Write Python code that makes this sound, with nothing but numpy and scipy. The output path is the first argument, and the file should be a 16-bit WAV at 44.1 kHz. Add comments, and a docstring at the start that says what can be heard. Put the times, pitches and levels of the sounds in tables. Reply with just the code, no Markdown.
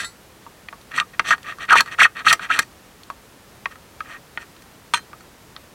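"""Shaving a fire-starter rod in the forest

Close to the microphone, a knife works a rod that stands on a steel plate on a quiet forest floor.
The blade rings as it is picked up, then sticks and slips through six hard, chattering strokes, with
light, gritty slides back between them. Afterwards the rod tip taps the plate and pushes the shavings
together. Rod and plate colour every scrape and knock, and the ground thuds softly underneath."""
import sys
import numpy as np
from scipy import signal
from scipy.fft import rfft, irfft, next_fast_len
from scipy.io import wavfile
from scipy.ndimage import uniform_filter1d, minimum_filter1d, map_coordinates

SR = 44100
rng = np.random.default_rng(int(sys.argv[2]) if len(sys.argv) > 2 else 0)


def store_pcm(level_fs):
    """Save levels as 16-bit WAV."""
    pcm = np.round(np.clip(level_fs, -1, 1) * 32767).astype(np.int16)
    wavfile.write(sys.argv[1], SR, np.atleast_2d(pcm).T)


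N = 253134


def amp(db):
    """Decibels to gain."""
    return 10 ** (np.asarray(db) / 20)


def unit(x):
    """Scale to rms 1."""
    return x / np.sqrt(np.mean(x ** 2) + 1e-20)


def filtered(x, response):
    """Pass x through a complex response of frequency."""
    size = next_fast_len(len(x) + 8192)
    return irfft(rfft(x, size) * response(np.fft.rfftfreq(size, 1 / SR)), size)[:len(x)]


def noise(spectrum, size=N):
    """Noise of rms 1, coloured by rows of frequency_hz, level_db."""
    knots_hz, db = np.transpose(spectrum)
    colour = lambda hz: amp(np.interp(np.log(hz + 1), np.log(knots_hz), db))
    return unit(filtered(rng.standard_normal(size), colour))


def wobble(rate_hz, size=N):
    """A smooth random curve with rate_hz knots a second."""
    knots = rng.standard_normal(int(size * rate_hz / SR) + 4)
    return map_coordinates(knots, [np.arange(size) * rate_hz / SR])


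def resonance(hz, centre, width):
    """Response of one damped mode, 1 at its centre."""
    return 1j * hz * width / (centre ** 2 - hz ** 2 + 1j * hz * width)


def add(track, start_s, sound):
    """Mix a sound into the track at start_s."""
    i = max(round(start_s * SR), 0)
    track[i:i + len(sound)] += sound[:N - i]


# The forest air all around the microphone: frequency_hz, level_db
AIR_SPECTRUM = [(12, -20), (20, -17), (52, -1), (187, -2.5), (310, -5), (499, -6), (698, -9), (976, -9.5),
                (1190, -10), (1660, -12.5), (1810, -11), (2020, -14), (3070, -16.5), (14300, -24.5),
                (16000, -27)]
def forest_air(level_db=-48, waver_db=0.26):
    """Still air among the trees over a faint, even hiss."""
    return amp(level_db + waver_db * wobble(16)) * noise(AIR_SPECTRUM)


def forest_echo(x, near_t60_s=0.081, near_db=-20, far_t60_s=0.39, far_db=-40):
    """The ground and a steel stove nearby add a short echo; trunks farther off, a faint longer one."""
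    t = np.arange(SR // 2) / SR
    near, far = (rng.standard_normal(len(t)) * amp(-60 * t / t60_s) * (t > .002)
                 for t60_s in (near_t60_s, far_t60_s))
    tail = amp(near_db) * near / np.linalg.norm(near) + amp(far_db) * far / np.linalg.norm(far)
    return x + signal.fftconvolve(x, tail)[:N]


# The blade ringing as it is picked up or slips free: start_s, level_db
BLADE_TINGS = [(.002, -35), (.045, -35.5), (1.808, -46), (2.33, -53), (2.592, -44)]
# Modes of the free blade: pitch_hz, level_db, t60_s
BLADE_MODES = [(1380, 2, 0.13), (1624, 10, 0.072), (1790, -24, 0.083), (1996, 1, 0.13), (3680, 3, 0.085),
               (3960, -2, 0.14), (4330, 2, 0.14), (4200, -8, 0.17), (4590, -6.5, 0.26), (5250, -8.5, 0.19),
               (5930, -14, 0.29), (6400, -9, 0.14), (7260, -7, 0.15), (7540, -16, .11), (7770, -1.5, 0.17),
               (8000, -7, 0.15), (9440, -3, 0.2), (10000, -13, .12), (12200, -16, .12)]
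# The rod tip knocking on the plate: start_s, level_db
PLATE_CLANKS = [(4.9368, -12), (4.9432, -21)]
# Modes of the steel plate: pitch_hz, level_db, t60_s
PLATE_MODES = [(958, 4.5, 0.046), (1510, -7.5, 0.098), (2256, -7, 0.046), (3127, -8, 0.16),
               (3455, -3, 0.035), (4130, -11.5, 0.14), (6460, -15.5, 0.13), (7600, -35, 0.22),
               (8560, -21, 0.11), (9600, -30, 0.1)]
def ringing_steel(blows, modes):
    """Free steel rings in its own modes, at new strengths for each blow."""
    out, t = np.zeros(N), np.arange(SR // 3) / SR
    attack = 1 - np.exp(-t / 0.00027)
    for start_s, db in blows:
        ring = sum(amp(mode_db + rng.normal(0, 2.7) - 60 * t / t60_s)
                   * np.sin(2 * np.pi * (hz * t + rng.random())) for hz, mode_db, t60_s in modes)
        add(out, start_s, amp(db) * ring * attack)
    return out


# Modes of rod and plate held together: pitch_hz, width_hz, level_db
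ROD_MODES = [(676, 57, 2.5), (920, 24, -3), (1118, 140, -11), (1206, 56, 1), (1283.4, 40, 1),
             (1440, 53, -7.5), (1636, 65, -5), (1853, 70, 2.5), (2115, 18, -17), (2440, 130, -4.5),
             (2565, 90, -2.5), (2710, 100, -9), (3090, 41, -13), (3240, 280, -5.5), (3710, 28, -2),
             (4300, 92, -20), (4286, 114, 0), (4300, 50, -35)]
def rod_body(force, direct, low_hz=750, high_hz=4500):
    """A force heard through the modes of rod and plate, plus a direct share, within a steep-edged band."""
    def response(hz):
        modes = sum(amp(db) * resonance(hz, centre, width) for centre, width, db in ROD_MODES)
        highpass = signal.freqs(*signal.butter(4, 1, 'high', analog=True), hz / low_hz)[1]
        lowpass = signal.freqs(*signal.butter(4, 1, 'low', analog=True), hz / high_hz)[1]
        return (direct + modes) * highpass * lowpass
    return filtered(force, response)


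# Treble modes of the gripped blade: pitch_hz, width_hz, level_db
EDGE_MODES = [(3150, 61, -3), (3600, 59, -11), (4360, 194, 9), (5760, 160, -1), (6120, 260, -0.5),
              (6950, 260, -5.5), (7650, 64, 5), (8300, 220, -1.5), (9500, 310, -3.5), (10870, 410, -3)]
def blade_edge(friction, direct=0.5):
    """Fine friction coloured by the blade's treble resonances."""
    modes = lambda hz: sum(amp(db) * resonance(hz, centre, width) for centre, width, db in EDGE_MODES)
    return filtered(friction, lambda hz: direct + modes(hz))


# The forest floor thudding under the plate: frequency_hz, level_db
THUD_SPECTRUM = [(30, -16), (70, -11.5), (130, -1), (190, -3.5), (300, -5), (550, -7), (900, -8),
                 (2000, -57)]
# Blade, rod and plate knocking together at close range: start_s, level_db, tone_hz, treble_db
CONTACTS = [ (0.465, -43.5, 1030, -38), (0.686, -32.5, 2000, -20), (0.7271, -36.5, 1110, -35),
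            (0.8135, -52.5, 3980, -2), (0.9999, -17, 2640, -13), (1.1949, -9.5, 1737, -18.5),
            (1.3068, -15.5, 1860, -16.5), (1.3808, -41.5, 1560, -11), (1.4304, -47, 2980, -0.5),
            (1.5852, -38, 1250, -13), (1.652, -41, 1570, -8), (1.7271, -8.5, 1080, -12),
            (1.755, -14, 1010, -40), (1.8064, -10.5, 1620, -4), (1.8604, -35, 1470, -13),
            (2.327, -3.5, 1770, -4.5), (2.3943, -30, 1400, -27), (2.590, -8, 1700, -6),
            (3.034, -48, 3780, -3), (3.1013, -30, 1070, -18.5), (3.6573, -21.5, 1850, -24),
            (3.6591, -29.5, 1065, -34), (3.757, -42, 1230, -22), (4.0061, -26.5, 1320, -29),
            (4.005, -41, 2350, -34), (4.3744, -25, 1500, -30), (4.565, -52.5, 2600, -6),
            (4.622, -51, 1990, -2), (4.9371, -18.5, 1210, -9.5), (4.9443, -18.5, 2860, -11),
            (5.1316, -38.5, 1225, -28), (5.2074, -47.5, 1440, -5.5), (5.5644, -37.5, 4430, -26),
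            (5.564, -38, 1720, -29)]
def taps(rattle_cycles=40.7, ring_t60_s=0.051, tick_t60_s=0.021, thud_t60_s=0.1, thud_db=-24):
    """A contact cracks, rattles and ticks over a soft thud; the modes nearest its tone ring on."""
    out, t = np.zeros(N), np.arange(SR // 7) / SR
    decay = lambda t60_s: amp(-60 * t / t60_s)
    levelled = lambda x: x / np.sqrt(np.sum(x ** 2) / (SR / 100))  # the energy of 10 ms at rms 1
    for start_s, db, tone_hz, treble_db in CONTACTS:
        rattle = rng.standard_normal(len(t)) * decay(rattle_cycles / tone_hz)
        rattle[0] += 8  # the opening crack
        contact = lambda hz: (resonance(hz, tone_hz, width=0.49 * tone_hz)
                              * resonance(hz, 0.73 * tone_hz, width=1.64 * tone_hz))
        knock = levelled(rod_body(filtered(rattle, contact), direct=0.69))
        modes = sum(amp(mode_db / 2 + rng.normal(0, 0.59))
                    * np.abs(resonance(hz, tone_hz, width=0.063 * tone_hz)) ** 2
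                    * np.sin(2 * np.pi * (hz * t + rng.random())) for hz, _, mode_db in ROD_MODES)
        ring_db = -17 * np.log2(tone_hz / 1126)  # higher contacts ring less
        ring = amp(ring_db) * levelled(modes * decay(ring_t60_s))
        cutoff_hz = 22000 * amp(0.8 * treble_db)  # softer contacts lose the top
        snap = rng.standard_normal(len(t)) * decay(tick_t60_s)
        snap = filtered(snap, lambda hz: resonance(hz, 5860, 7200) / (1 + 1j * hz / cutoff_hz) ** 2)
        tick = amp(treble_db) * levelled(blade_edge(snap))
        thud = amp(thud_db) * noise(THUD_SPECTRUM, len(t)) * decay(thud_t60_s)
        add(out, start_s, amp(db) * (knock + ring + tick + thud))
    return out


# The coarse rasp of grit under the blade: frequency_hz, level_db
RASP_SPECTRUM = [(300, -3.5), (800, -21.5), (1200, -4), (1900, 4), (2700, -2), (4200, -2.5), (5100, -29),
                 (8000, -38)]
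# The fine hiss of that grit, heard from close by: frequency_hz, level_db
HISS_SPECTRUM = [(1800, -14), (3000, 8), (4350, -6.5), (5100, -2.5), (5900, 2.5), (6700, -3.5), (7800, -2),
                 (9000, -2.5), (10000, -11), (11200, -11.5), (13000, -13), (16000, -22)]
# Metal sliding on metal, one row a movement of the hand: start_s, end_s, level_db, hiss_db
HAND_SLIDES = [ (-.03, 0.06, -28, -36), (.907, 0.932, -35, -54), (0.93, 1.028, -26.5, -36),
               (1.131, 1.154, -40, -65), (1.24, 1.358, -23.5, -30.5), (1.438, 1.545, -31.5, -48.5),
               (1.593, 1.659, -29.5, -44.5), (1.678, 1.751, -23.5, -48), (1.744, 1.814, -17, -25.5),
               (1.852, 1.906, -35.5, -52), (1.902, 1.956, -30.5, -44), (1.977, 2.074, -20.5, -24),
               (2.15, 2.226, -30.5, -49), (2.243, 2.348, -20, -23.5), (2.393, 2.476, -29.5, -43),
               (2.486, 2.605, -25, -35.5), (2.615, 2.638, -36.5, -37.5), (3.701, 3.737, -41.5, -52),
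               (4.042, 4.187, -37.5, -53.5), (4.386, 4.449, -42, -53), (4.936, 4.998, -31.5, -37)]
def slides(grit_db=4.0, grit_rate_hz=1600, dull_hz=2300, firm_db=-29, push_db=-19.5, direct=0.32):
    """Grit rasps and hisses as each slide speeds up and slows; the push thuds into the ground."""
    t = np.arange(N) / SR
    rasp_gain, hiss_gain, thud_gain = np.zeros((3, N))
    for start_s, end_s, db, hiss_db in HAND_SLIDES:
        moving = (t > start_s) & (t < end_s)
        speed = np.abs(np.sin(np.pi * (t[moving] - start_s) / (end_s - start_s)))
        rasp_gain[moving] += amp(db) * speed ** 0.77
        hiss_gain[moving] += amp(hiss_db) * speed ** 1.94
        thud_gain[moving] += amp(push_db + 0.96 * db) * speed ** 0.5
    pressure_db = 1.1 * wobble(110)
    grit = unit(amp(grit_db * wobble(grit_rate_hz) + pressure_db))
    sharp = grit * noise(RASP_SPECTRUM)
    # a light touch excites only the low modes
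    dull = unit(filtered(grit * noise(RASP_SPECTRUM), lambda hz: 1 / (1 + (hz / dull_hz) ** 4)))
    firmness = rasp_gain ** 2 / (rasp_gain ** 2 + amp(firm_db) ** 2)
    friction = np.sqrt(firmness) * sharp + np.sqrt(1 - firmness) * dull
    rasp = rod_body(rasp_gain * friction, direct) / np.std(rod_body(sharp, direct))
    hiss = hiss_gain * unit(blade_edge(grit * noise(HISS_SPECTRUM)))
    return rasp + hiss + thud_gain * noise(THUD_SPECTRUM)


# The edge biting into the rod, close to the microphone; change_db builds up across the bite:
# start_s, end_s, top_pitch_hz, level_db, change_db
EDGE_BITES = [ (0.976, 0.997, 1750, -16, -0.5), (1.003, 1.032, 1272, -18, -12.5),
              (1.305, 1.344, 1648, -11, -2.5), (1.688, 1.713, 2298, -15, 13), (1.715, 1.744, 1491, -1, -3),
              (1.751, 1.813, 2500, -12, 1.5), (1.985, 2.023, 2492, -16.5, 18),
              (2.016, 2.064, 2520, -4, -2.5), (2.264, 2.323, 4220, -5, -5),
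              (2.499, 2.565, 2670, -10.5, -15.5), (2.573, 2.589, 1450, -21, -8)]
def chatter(slow_hz=1288, fade_db_per_octave=4.5, ramp_s=0.0045, overtone_db=-17, spit_db=-29):
    """The edge sticks and slips; its squawk glides to top_pitch_hz and back as it speeds up and slows."""
    out, t = np.zeros(N), np.arange(SR // 4) / SR
    for start_s, end_s, top_pitch_hz, db, change_db in EDGE_BITES:
        length_s = end_s - start_s
        progress = np.minimum(t / length_s, 1)
        speed = np.abs(np.sin(np.pi * progress)) ** 2.1
        octaves = speed * np.log2(top_pitch_hz / slow_hz)
        jitter = np.exp(0.1677 * wobble(1700, len(t)))
        slip_hz = slow_hz * 2 ** octaves * jitter
        phase = 2 * np.pi * np.cumsum(slip_hz) / SR
        grip = np.clip(np.minimum(t, length_s - t) / ramp_s, 0, 1)
        force = grip * amp(db + change_db * progress - fade_db_per_octave * octaves)
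        uneven_db = 3 * wobble(492.5, len(t)) + 1.1 * wobble(130, len(t))  # flutter and slower catches
        slips = (np.sin(phase) + amp(overtone_db) * np.sin(2 * phase)) * amp(uneven_db)
        squawk = rod_body(force * slips, direct=0.37)
        squawk *= np.linalg.norm(force) / np.linalg.norm(squawk)
        torn_grit = unit(blade_edge(noise(HISS_SPECTRUM, len(t))))
        spit = force * amp(uneven_db + spit_db) * torn_grit
        add(out, start_s, squawk + spit)
    return out


def scene():
    """Knife, rod and plate close to one microphone, with the quiet forest behind them."""
    steel = ringing_steel(BLADE_TINGS, BLADE_MODES) + ringing_steel(PLATE_CLANKS, PLATE_MODES)
    close_sounds = chatter() + slides() + taps() + steel
    return (forest_echo(close_sounds) + forest_air())[None]


def record(dry, ceiling=0.72, top_hz=16100):
    """A fast limiter after the microphone holds the loudest peaks; nothing is kept above top_hz."""
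    needed_gain = np.minimum(1, ceiling / (np.abs(dry[0]) + 1e-9))
    gain = uniform_filter1d(minimum_filter1d(needed_gain, size=25), size=25)
    return filtered(dry[0] * gain, lambda hz: hz < top_hz)[None]


dry = scene()
out = record(dry)
store_pcm(out)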